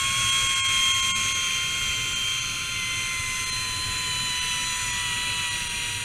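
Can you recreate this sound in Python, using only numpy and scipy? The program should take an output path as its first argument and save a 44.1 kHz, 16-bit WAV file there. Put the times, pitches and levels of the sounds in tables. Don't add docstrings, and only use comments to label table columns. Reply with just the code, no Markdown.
import sys
import numpy as np
from scipy import signal
from scipy.fft import rfft, irfft
from scipy.io import wavfile
from scipy.ndimage import uniform_filter1d, map_coordinates

SR = 44100
rng = np.random.default_rng(int(sys.argv[2]) if len(sys.argv) > 2 else 0)


def convert_level_to_amplitude(level_db):
    exponent = np.asarray(level_db, float) / 20
    return 10 ** exponent


def pcm_store(signal):
    levels = np.round(np.clip(np.atleast_2d(signal), -1, 1) * 32767)
    wavfile.write(sys.argv[1], SR, levels.astype(np.int16).T)


N = 266364
T = np.arange(N) / SR
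STRANDS = 6
HOP = 512
START_HZ, SLOWED_HZ = 1085.2, 965


def slowed(s):
    loss_hz = 11.65 * s + 1.443 * s ** 2
    return loss_hz / (START_HZ - SLOWED_HZ)


def strand_rate():
    # t/s, change of strand rate f/Hz, length/s
    lay = [(0.21, 9.0, 0.08), (0.39, 4.1, 0.07), (0.79, -5.2, 0.14), (1.04, -7.4, 0.06), (1.34, 5.0, 0.1),
           (1.58, -8.5, 0.36), (1.75, 9.9, 0.2), (2.01, -8.4, 0.11), (2.31, 10.3, 0.11), (2.45, -6.5, 0.14),
           (2.78, 12.3, 0.06), (2.81, -10.5, 0.11), (3.08, 7.5, 0.09), (3.48, 11.2, 0.09),
           (3.62, 14.0, 0.14), (3.64, -10.6, 0.4), (3.83, 11.4, 0.1), (4.15, -10.7, 0.07),
           (4.32, -8.8, 0.09), (4.57, -9.9, 0.35), (4.68, 7.9, 0.06), (4.83, 2.7, 0.12),
           (4.94, -12.3, 0.12), (5.12, -14.0, 0.15), (5.15, -2.7, 0.1), (5.41, 9.0, 0.07), (5.6, 9.4, 0.07),
           (5.67, -13.0, 0.4)]
    rocking = 1.3 * wobble(14)
    return START_HZ - (START_HZ - SLOWED_HZ) * slowed(T) + bumps(lay) + rocking


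def whine(turns):
    # t/s, level/dB
    fundamental = [(0, -34), (.15, -33.5), (.45, -35), (1.1, -34.5), (1.4, -39.5), (1.75, -44.5),
                   (2.7, -47.5), (3.3, -41.5), (3.75, -40), (4.45, -40), (4.8, -39), (5.05, -41.5),
                   (5.4, -41), (5.65, -44.5), (6.04, -46)]
    levels = curves(fundamental) + overtones()
    slip = .011 * wobble(60) + .006 * wobble(220)
    out = 0
    for number, db in enumerate(levels, 1):
        size = convert_level_to_amplitude(db) * (1 + 0.069 * np.sqrt(number) * wobble(90))
        phase = 2 * np.pi * number * (turns + slip) + 2 * np.pi * rng.random()
        out = out + np.sqrt(2) * size * np.sin(phase)
    out_of_round = 1 + 0.013 * np.cos(2 * np.pi * .0975 * turns)
    return out * out_of_round


def overtones():
    # start t/s, length/s, level/dB
    swells = [
        [(0, 1.38, -35), (.55, 0.43, -34.5), (1.5, .15, -36), (1.73, 0.11, -35), (1.93, .13, -36),
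         (2.75, 0.73, -35), (4.3, .65, -39), (4.9, 0.09, -36), (5.05, 0.14, -35), (5.25, 0.15, -39),
         (5.45, .13, -38)],
        [(0, 2.38, -31), (.2, .95, -29), (.7, 0.2, -30), (2.4, 0.67, -36.5), (3.55, 0.56, -40),
         (4.05, 0.56, -34), (5.0, .5, -36), (5.6, .3, -40)],
        [(2.35, 0.86, -45), (3.48, 0.22, -33.5), (3.75, 0.24, -34), (4.03, 0.51, -33.5), (4.6, 0.13, -36),
         (5.2, 0.24, -41.5)],
    ]
    shrill = [
        [(0, 1.25, -50), (3.3, 0.15, -51), (4.3, .4, -54), (4.85, .15, -51), (5.4, .3, -56)],
        [(.2, 0.48, -39.5), (.7, 0.834, -36.5), (2.2, 0.32, -42), (2.75, 0.95, -44), (3.35, .2, -40),
         (4.35, 0.63, -40), (5.5, .5, -45)],
        [(0, 1.3, -39), (1.75, .6, -43), (3.7, .3, -46), (4, .3, -40.5), (4.68, 0.25, -37), (4.95, .6, -47)],
    ]
    rest_levels = [-45.5, -45, -46, -55.5, -53.5, -52]
    t = np.arange(0, N + HOP, HOP) / SR
    levels = []
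    for rest_db, rows in zip(rest_levels, swells + shrill):
        power = convert_level_to_amplitude(rest_db) ** 2
        power = power + sum(convert_level_to_amplitude(db) ** 2 * held(t, s, length) for s, length, db in rows)
        rocking_db = .9 * wobble(8)
        levels.append(np.interp(T, t, 10 * np.log10(power)) + rocking_db)
    return levels


def twist(turns, hz, loud):
    # multiple of the twist rate, level/dB over the rolling noise in 1 Hz, gain once slowed/dB
    lines = [(7, 19, 3.5), (8, 20, 1), (9, 11.5, 2.5), (10, 13, 16), (11, 20, -6), (13, 18.5, -2),
             (14, 21, -11), (15, 16.5, -1), (16, 15, 4), (17, 12.5, 9), (19, 5, -5), (20, 16, 3),
             (21, 15, 7), (25, 15.5, 4.5), (26, 24.5, -4), (29, 14, 0), (30, 27, -4), (31, 9, 1),
             (32, 11, -6), (35, 13.5, 11), (38, 18, -4), (39, 25, -7), (41, 12, -39), (44, 24.5, -4),
             (45, 30, -11), (47, 25, -10), (48, 28.5, -10), (50, 22, -6), (54, 20.5, 4)]
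    fine = (33, 34, 37, 40, 43, 46, 49, 51, 52, 53, 55, 56, 57, 58, 59, 60, 62)
    proud_lines = (9, 29, 48, 8, 13, 20, 48, 11, 11, 48, 8, 7, 20, 13, 54, 25)
    # start t/s, length/s, gain/dB
    proud = [(0, .78, 19), (.1, 1.9, 5), (1.2, .8, -4), (1.54, 2.02, 2.5), (2.16, 1.1, 8), (2.64, .4, 8),
             (3.1, 0.56, 6), (3.44, 0.8, 7.5), (4.16, .9, 8), (4.44, .6, 7), (4.56, .9, 5.5),
             (4.89, 0.66, 7.5), (4.96, 0.68, 6.5), (5.5, 1.0, 12), (4.34, .5, 0), (5, 0.54, 5)]
    knots = np.arange(0, N, HOP)
    s = knots / SR
    out = 0
    for number, db, slow_db in lines + [(multiple, 19.5, 0) for multiple in fine]:
        if number == 5 * STRANDS:
            continue
        drift_db = 1.6 * unit(uniform_filter1d(rng.standard_normal(len(knots)), size=8))
        proud_db = sum(gain_db * held(s, start, length)
                       for line, (start, length, gain_db) in zip(proud_lines, proud) if line == number)
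        level_db = db + slow_db * slowed(s) + 2.0 + drift_db + proud_db
        size = frame(number * hz[knots] / STRANDS, s) * convert_level_to_amplitude(level_db)
        tone = np.sin(2 * np.pi * (number * turns / STRANDS + rng.random()))
        out = out + np.interp(np.arange(N), knots, size) * tone
    wheel_turn = 1 + 0.054 * np.cos(2 * np.pi * 0.13 * turns)
    return out * loud * wheel_turn


def rolling(turns, loud):
    twists = 2 * np.pi * turns / STRANDS
    throb = 1 + .08 * np.cos(twists) + .1 * np.cos(2 * twists)
    return noise(frame, patchy_db=1.0, size=1024) * throb * loud * convert_level_to_amplitude(0.42 * wobble(8))


def frame(hz, s):
    # f/Hz, width/Hz, level/dB per Hz, gain with head turned/dB, gain once slowed/dB
    frame_modes = [(1164, 167, -78.5, 1, -1.5), (1426, 260, -68, .5, -6), (2007, 550, -71, -0.5, -3),
                   (2373, 286, -61.5, 1, -9), (2434, 56, -63, -4, 3), (2628, 52, -60.5, -4, -1.5),
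                   (3265, 29, -67, 7, -3.5), (2713, 287, -64.5, 1.5, -3.5), (3274, 560, -65.5, -1.5, -4),
                   (4038, 340, -68, -3, -1.5), (4510, 570, -77, 2.5, -2.5), (5210, 500, -76, -3, -12.5)]
    wheel_modes = [(6020, 545, -68, 0.5, -9), (6434, 400, -66, 2, -10.5), (7010, 290, -70.5, -5, -2),
                   (7850, 820, -72, -3, -6), (8880, 630, -70, -4, -4.5), (9290, 490, -76.5, 0, 4.5),
                   (10040, 650, -81, -1.5, -1.5), (10830, 650, -81, -1, -1.5), (11920, 750, -83, -4, -6),
                   (12500, 790, -84, -0.5, -5), (13716, 1010, -92, 2, 0), (14800, 870, -93.5, 4, -6)]
    # f/Hz, width/Hz, share removed
    notches = [(3750, 150, 0.53), (2247, 75, 0.64), (8330, 220, 0.54)]
    # t/s, head turned (0-1)
    head = [(0, 0.1), (1.1, 0), (1.45, 0.7), (2, 1), (2.4, 1), (2.95, 0.6), (3.4, 0.01), (5.4, 0.01),
            (6.04, 0.07)]
    # t/s, length/s, f/Hz, width/Hz, level/dB
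    limbs = [(.6, 1.4, 13600, 1300, -4), (1, 0.44, 6420, 500, 3), (2.0, 1.5, 8500, 660, -8),
             (2.5, 1.2, 11400, 500, 2.5), (2.75, 0.55, 7300, 1000, -6), (3.1, .8, 13900, 1800, -6),
             (3, 0.77, 4500, 760, -2), (2.7, 0.74, 1900, 460, -2), (3.8, 1.8, 10700, 1200, 6),
             (4.2, 1.8, 1870, 530, 3), (3.8, 1.5, 12800, 1600, 2.5), (5.45, 0.93, 3400, 600, 0.5),
             (1.9, 1.2, 13300, 900, 2), (1.95, 1.2, 1720, 350, -2), (2.65, .4, 1970, 440, -1),
             (4.8, 2.5, 15000, 900, -3)]
    turned, slow = np.interp(s, *np.transpose(head)), slowed(s)
    power = 0
    for centre, width, db, turned_db, slow_db in frame_modes + wheel_modes:
        if 10000 < centre < 12300:
            centre = centre * (1 - .03 * turned)
        peak = convert_level_to_amplitude(db + turned_db * turned + slow_db * slow) ** 2
        power = power + peak / (1 + (2 * (hz - centre) / width) ** 6)
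    for centre, width, share in notches:
        power = power * (1 - share / (1 + (2 * (hz - centre) / width) ** 2)) ** 2
    passing_db = 0
    for at, length, centre, width, db in limbs:
        distance = (2 * (s - at) / length) ** 2 + (2 * (hz - centre) / width) ** 2
        passing_db = passing_db + db * np.exp(-distance)
    return np.sqrt(power) * convert_level_to_amplitude(passing_db)


def air():
    # f/Hz, level/dB per Hz
    rumble = [(12, -12.5), (25, -1.5), (55, -5.5), (85, -3), (104, 1), (118, -1.5), (135, -5.5),
              (200, -10.5), (290, -17), (560, -19.5), (760, -26), (930, -24), (1300, -39), (2500, -120)]
    # t/s, level/dB over the steady air, length/s
    gusts = [(.23, 2.9, .12), (.46, 3, 0.091), (.7, 1.5, 0.33), (1.14, 2.8, 0.056), (1.88, 1.5, 0.4),
             (3.55, 1.8, 0.09), (3.9, 1.87, 0.16), (5.62, 0.92, .2)]
    # t/s, f/Hz, level/dB, length/s
    puffs = [
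        (1.14, 186.7, -38.5, 0.055),
        (1.186, 218, -42, 0.079),
    ]
    f, spectrum_db = np.transpose(rumble)

    def colour(hz, s):
        return convert_level_to_amplitude(np.interp(np.log(hz + 1), np.log(f), spectrum_db))

    hoot = 0
    for s, hz, db, length in puffs:
        hoot = hoot + convert_level_to_amplitude(db) * np.exp(-(2 * (T - s) / length) ** 2) * np.sin(2 * np.pi * hz * T)
    level_db = -41 + bumps(gusts) + 1.1 * wobble(9)
    return unit(noise(colour, patchy_db=1.5, size=4096)) * convert_level_to_amplitude(level_db) + hoot


def noise(gain, patchy_db, size):
    hz, s, z = signal.stft(rng.standard_normal(N), SR, nperseg=size)
    field = uniform_filter1d(rng.standard_normal(z.shape), size=3, axis=0)
    field = uniform_filter1d(field, size=5, axis=1)
    z = z * gain(hz[:, None], s) * convert_level_to_amplitude(patchy_db * unit(field)) * np.sqrt(SR / 2)
    return signal.istft(z, SR, nperseg=size)[1][:N]


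def unit(x):
    return x / np.sqrt(np.mean(np.abs(x) ** 2) + 1e-20)


def curves(rows):
    s, *cols = np.transpose(rows)
    return [np.interp(T, s, c) for c in cols]


def wobble(rate):
    return map_coordinates(rng.standard_normal(int(N * rate / SR) + 4), [np.arange(N) * rate / SR])


def held(t, s, length):
    edge_s = .055
    rise = np.tanh((t - s) / edge_s) if s > 0 else 1
    return (rise - np.tanh((t - s - length) / edge_s)) / 2


def bumps(rows):
    return sum(height * np.exp(-(2 * (T - s) / length) ** 2) for s, height, length in rows)


def scene():
    # t/s, level/dB
    contact = [(0, 0.5), (.3, 2), (.9, 1.5), (1.2, 1.5), (1.7, 0.5), (2.2, 0.5), (2.6, 0), (3.4, 0.5),
               (3.8, -0.5), (4.6, 1.5), (5, 2), (5.4, 2), (5.7, 2.5), (6.04, 1.5)]
    hz = strand_rate()
    turns = np.cumsum(hz + .9 * wobble(18)) / SR
    loud = convert_level_to_amplitude(curves(contact)[0])
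    return (whine(turns) + twist(turns, hz, loud) + rolling(turns, loud) + air())[None]


def starve(x):
    # t/s, level/dB under which a frequency is lost, length/s
    starved = [(.313, -32, .026), (.483, -33, .022), (.548, -33, .022), (.624, -28, .06), (.677, -33, .024),
               (.931, -33, .026), (1.017, -32, .024), (1.136, -27, .06), (1.338, -33, .024),
               (2.147, -37, .028), (2.408, -38, .026), (3.453, -36, .022), (3.512, -35, .028),
               (4.406, -36, .027), (4.921, -35, .027), (5.498, -35, .026), (5.688, -36, .024)]
    out = x.copy()
    for s, db, length in starved:
        half = round(length * SR / 2)
        part = slice(round(s * SR) - half, round(s * SR) + half)
        window = np.sqrt(signal.windows.tukey(2 * half, .8))
        z = rfft(x[part] * window)
        size = np.abs(z) / np.sqrt(half * 1000) + 1e-9
        around = np.exp(uniform_filter1d(np.log(size), size=half // 8))
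        prominence = size / around ** .35 / convert_level_to_amplitude(db)
        lost = z / (1 + prominence ** 6)
        out[part] -= window * irfft(lost, 2 * half)
    return out


def low_pass(x):
    return signal.sosfilt(signal.butter(12, 15210, fs=SR, output="sos"), x)


def record(dry):
    mix = starve(dry[0])[None]
    return low_pass(mix)


dry = scene()
out = record(dry)
pcm_store(out)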